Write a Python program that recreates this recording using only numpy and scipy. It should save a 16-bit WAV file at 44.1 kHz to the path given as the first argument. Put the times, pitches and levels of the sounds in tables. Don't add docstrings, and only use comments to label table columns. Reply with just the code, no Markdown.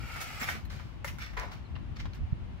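import sys
import numpy as np
from scipy import signal
from scipy.fft import rfft, irfft
from scipy.io import wavfile
from scipy.ndimage import uniform_filter1d

SR = 44100
rng = np.random.default_rng(int(sys.argv[2]) if len(sys.argv) > 2 else 0)


def master(y):
    cut = np.clip(np.atleast_2d(y).T, -1, 1)
    pcm = np.round(cut * 32767)
    wavfile.write(sys.argv[1], SR, pcm.astype(np.int16))


N = 114660
TIME_S, FREQ_HZ = np.arange(N) / SR, np.fft.rfftfreq(N, 1 / SR)


def amp(db):
    return 10 ** (np.asarray(db) / 20)


def unit(x):
    return x / np.sqrt(np.mean(x ** 2) + 1e-20)


def curve(points, hz=FREQ_HZ):
    point_hz, value = np.transpose(points)
    return np.interp(np.log(hz + 1), np.log(point_hz + 1), value)


def pan(db):
    return amp(np.array([[db], [-db]]) / 2)


def add(mix, start_s, sound):
    part = mix[:, max(round(start_s * SR), 0):][:, :sound.shape[1]]
    part += sound[:, :part.shape[1]]


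def colour(x, gain_db):
    size = 2 * (len(gain_db) - 1)
    cepstrum = irfft(np.log(amp(np.maximum(gain_db, -100))))
    cepstrum[1:size // 2] *= 2
    cepstrum[size // 2 + 1:] = 0
    return irfft(rfft(x, size) * np.exp(rfft(cepstrum)))


def levelled(db):
    return db - 10 * np.log10(np.mean(amp(db) ** 2))


def noise(size, shared, envelope=1, max_lag_samples=18):
    left, right, common = rng.standard_normal((3, size)) * envelope
    lagged = np.roll(common, rng.integers(-max_lag_samples, max_lag_samples))
    return np.sqrt(1 - shared) * np.array([left, right]) + np.sqrt(shared) * np.array([common, lagged])


def background(rumble_db=-41, air_db=-57, flutter_db=2.0, growth_db_per_s=1.17):
    # freq_hz, density_db
    rumble_spectrum = [(18, -38.5), (30, -13), (48, 1), (92, -2), (230, -16), (390, -26), (640, -84)]
    air_spectrum = [(200, -10), (840, -4), (1550, -10.5), (2900, -13.5), (8540, -38), (15500, -44.5)]
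    flutter = unit(uniform_filter1d(uniform_filter1d(rng.standard_normal(N), size=2500), size=1500))
    swell = amp(flutter_db * flutter + growth_db_per_s * TIME_S)
    rumble = unit(colour(noise(N, shared=0.089), curve(rumble_spectrum)) * swell)
    air = unit(colour(noise(N, shared=0.053), curve(air_spectrum)))
    return amp(rumble_db) * pan(db=5.5) * rumble + amp(air_db) * pan(db=1.6) * air


def friction(size, slips_per_s=2500, spread_db=2, slip_share=0.48):
    slipping = rng.random(size) < slips_per_s / SR
    slips = slipping * amp(spread_db * np.minimum(rng.exponential(1, size), 4))
    return noise(size, shared=0.35, envelope=np.sqrt(1 - slip_share + slip_share * unit(slips) ** 2))


def hollow_db(hz, width_hz=130):
    # centre_hz, gain_db
    modes = [(1200, 0), (1855, 0.5), (2175, 1)]
    return sum(db / (1 + (2 * (hz - centre_hz) / width_hz) ** 2) for centre_hz, db in modes)


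def slide(split_hz=3500, release_db_per_s=200):
    # time_s, body_db, hiss_db
    drag = [(0, -50, -50.5), (.16, -45, -42), (.39, -45, -41.5), (.52, -41.5, -41), (.6, -59, -54)]
    # freq_hz, density_db
    spectrum = [(240, -53), (400, -23.5), (694, -6), (1020, -16), (1400, 0), (1610, -12.5), (2290, -4.5),
                (3790, -19.5), (4840, -17), (6780, -25.5), (7790, -21), (8530, -37), (9790, -27),
                (15500, -31.5)]
    time_s, body_db, hiss_db = np.transpose(drag)
    release_db = -release_db_per_s * np.maximum(TIME_S - time_s[-1], 0)
    shape_db = levelled(curve(spectrum) + hollow_db(FREQ_HZ))
    crossover = ((FREQ_HZ + 1) / split_hz) ** 6
    out = np.zeros((2, N))
    for level_db, power_loss in (body_db, 1 + crossover), (hiss_db, 1 + 1 / crossover):
        push = amp(np.interp(TIME_S, time_s, level_db) + release_db)
        out += colour(friction(N) * push, shape_db - 10 * np.log10(power_loss))
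    return out


def bounce(x, delay_s=0.0021, growth_s_per_s=0.0009, gain=0.48):
    delayed_s = TIME_S - delay_s - growth_s_per_s * TIME_S
    return x + gain * np.array([np.interp(delayed_s, TIME_S, channel) for channel in x])


def contact_db(hz, low_db, treble_db, top_db, ring_db=0, ripple_db=2):
    # freq_hz, density_db
    spectrum = [(180, -19.5), (420, -6.5), (1180, 0.5), (2280, 1), (2610, -5.5), (5950, -11.5), (8420, -23),
                (15500, -21)]
    tilt_db = curve([(810, low_db), (2160, 0), (4470, treble_db), (10800, top_db)], hz)
    ripple = unit(np.interp(hz, np.linspace(0, SR / 2, 160), rng.standard_normal(160)))
    return levelled(curve(spectrum, hz) + hollow_db(hz) + ripple_db * ripple + ring_db) + tilt_db


def snaps(size=8192, attack_s=0.000067, peak_db=7.5, half_width_octaves=0.89, sine_db=-2.5):
    # start_s, level_db, t60_s, ring_hz, treble_db, top_db
    cracks = [(.159, -38.5, 0.11, 1463, -8, 1), (0.4158, -30.5, 0.024, 1704, -17, -8),
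              (0.4868, -28, 0.078, 1830, -11, 1), (0.652, -52.5, 0.062, 4140, -11, 12),
              (.797, -46, 0.085, 990, 0, -6), (1.0455, -31.5, 0.037, 558, -7, 1),
              (1.185, -45.5, 0.084, 1380, 1, 8), (1.3735, -35, 0.075, 1330, 1, -14),
              (1.397, -37, 0.012, 5770, 6, 8), (1.7537, -46, 0.062, 2760, -1, -31),
              (1.763, -42, 0.024, 980, 2, -33), (2.001, -41, 0.047, 2110, 6, -8),
              (2.055, -41, 0.055, 820, 0, -9), (2.134, -44.5, 0.021, 4150, -2, -7)]
    out, t, hz = np.zeros((2, N)), np.arange(size) / SR, np.fft.rfftfreq(size, 1 / SR)
    for start_s, level_db, t60_s, ring_hz, treble_db, top_db in cracks:
        fade = np.minimum(t / attack_s, 1) * amp(level_db - 60 * t / t60_s)
        ring_db = peak_db / (1 + (np.log2((hz + 1) / ring_hz) / half_width_octaves) ** 2)
        crack = colour(noise(size, shared=0.41) * fade, contact_db(hz, 0, treble_db, top_db, ring_db))
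        note = amp(sine_db) * fade * np.sin(2 * np.pi * ring_hz * t + rng.standard_normal((2, 1)))
        add(out, start_s, crack + note)
    return out


def yard(x):
    # freq_hz, t60_s
    decay = [(1000, 0.19), (6000, 0.37), (15000, 0.076)]
    hz, t, bins = signal.stft(rng.standard_normal((2, SR // 2)), SR, nperseg=256)
    tail = signal.istft(bins * amp(-60 * t / curve(decay, hz)[:, None]), SR, nperseg=256)[1]
    return signal.fftconvolve(x, tail / np.linalg.norm(tail[0]), axes=1)[:, :N]


def scuffs(size=32768):
    # start_s, rise_s, t60_s, level_db, low_db, treble_db, top_db
    rubs = [(.195, 0.021, 0.15, -40.5, 2, 3.5, 9.5), (.396, 0.023, 0.16, -34, -2, -4.5, 3.5),
            (.42, 0.014, 0.15, -36.5, 0, 0, 4), (.465, 0.032, 0.22, -35, -4, -0.5, 4),
            (.54, 0.018, 0.13, -42.5, 3, -0.5, -21), (.697, 0.006, 0.69, -48.5, 2, 3, 1),
            (1.046, 0.0024, 0.3, -45, 3.5, 0.5, 10.5), (1.066, 0.019, 0.1, -37.5, -11, -2.5, 2),
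            (1.186, 0.037, 0.35, -38, -11.5, -3.5, -6), (1.3325, 0.0025, 0.13, -48, 1, -8, -6),
            (1.366, 0.0055, 0.34, -37, 4.5, -8, -8.5), (1.392, 0.024, 0.42, -45.5, 10, -1.5, -6.5),
            (1.508, 0.012, 0.22, -46.5, 1.5, 2, -2), (1.955, 0.015, 0.043, -49, -2, 6.5, -8),
            (1.98, 0.021, 0.15, -45, -18, 3, -7.5), (2.134, 0.017, 0.12, -53, -5, 1, 3.5)]
    out, t, hz = np.zeros((2, N)), np.arange(size) / SR, np.fft.rfftfreq(size, 1 / SR)
    for start_s, rise_s, t60_s, level_db, *tilt_db in rubs:
        push = np.minimum(t / rise_s, 1) * amp(level_db - 60 * np.maximum(t - rise_s, 0) / t60_s)
        add(out, start_s, colour(friction(size) * push, contact_db(hz, *tilt_db)))
    return out


def whistles(notes, length_s, fall_share=0, waver_share=0.023):
    out, progress = np.zeros((2, N)), np.arange(0, 1, 1 / (length_s * SR))
    for start_s, pitch_hz, level_db in notes:
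        waver = unit(uniform_filter1d(rng.standard_normal((2, len(progress))), size=60))
        hz = pitch_hz * (1 - fall_share * progress) * (1 + waver_share * waver)
        swell = amp(level_db) * np.sin(np.pi * progress)
        add(out, start_s, swell * np.sin(2 * np.pi * np.cumsum(hz, axis=1) / SR))
    return out


def squeaks():
    # start_s, pitch_hz, level_db
    notes = [(.396, 7520, -44.5), (.427, 5480, -41)]
    return whistles(notes, length_s=0.018)


def bumps_and_buffets(lag_cycles=0.2):
    # centre_s, half_length_s, pitch_hz, level_db, left_over_right_db
    swings = [(0.421, 0.0064, 234, -35.5, 1), (.57, 0.045, 217.5, -46, -5), (1.392, 0.024, 50.7, -37.5, 17),
              (2.213, 0.0063, 63.6, -25.5, -8), (2.241, 0.012, 76, -32.5, -21),
              (2.329, 0.0035, 97, -16.5, -7.5)]
    out = np.zeros((2, N))
    for centre_s, half_length_s, pitch_hz, level_db, side_db in swings:
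        t = TIME_S - centre_s - np.array([[lag_cycles / pitch_hz], [0]])
        swell = amp(level_db) * np.exp(-(t / half_length_s) ** 2)
        out += pan(side_db) * swell * np.sin(2 * np.pi * pitch_hz * t)
    return out


def slaps(t60_cycles=120):
    # pitch_hz, level_db
    modes = [(1790, -4), (2100, 2), (5700, -13), (7200, -6)]
    # start_s, level_db
    landings = [(1.0453, -38), (1.3693, -49)]
    out, ring = np.zeros((2, 2, N))
    for pitch_hz, level_db in modes:
        cycles = pitch_hz * TIME_S
        fade = amp(level_db - 60 * cycles / t60_cycles)
        ring += fade * np.sin(2 * np.pi * cycles + rng.standard_normal((2, 1)))
    for start_s, level_db in landings:
        add(out, start_s, amp(level_db) * ring)
    return out


def bird():
    # start_s, start_pitch_hz, level_db
    notes = [(1.646, 4480, -61.5)]
    return whistles(notes, length_s=0.029, fall_share=0.15)


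def scene(tail_db=-10):
    contacts = scuffs() + squeaks() + snaps() + slaps()
    tail = amp(tail_db) * yard(contacts)
    return bounce(slide()) + contacts + tail + background() + bumps_and_buffets() + bird()


def record(dry, cutoff_hz=15750):
    lowpass = signal.firwin(801, cutoff_hz, window=("kaiser", 9), fs=SR)
    return signal.oaconvolve(dry, lowpass[None], "same")


dry = scene()
out = record(dry)
master(out)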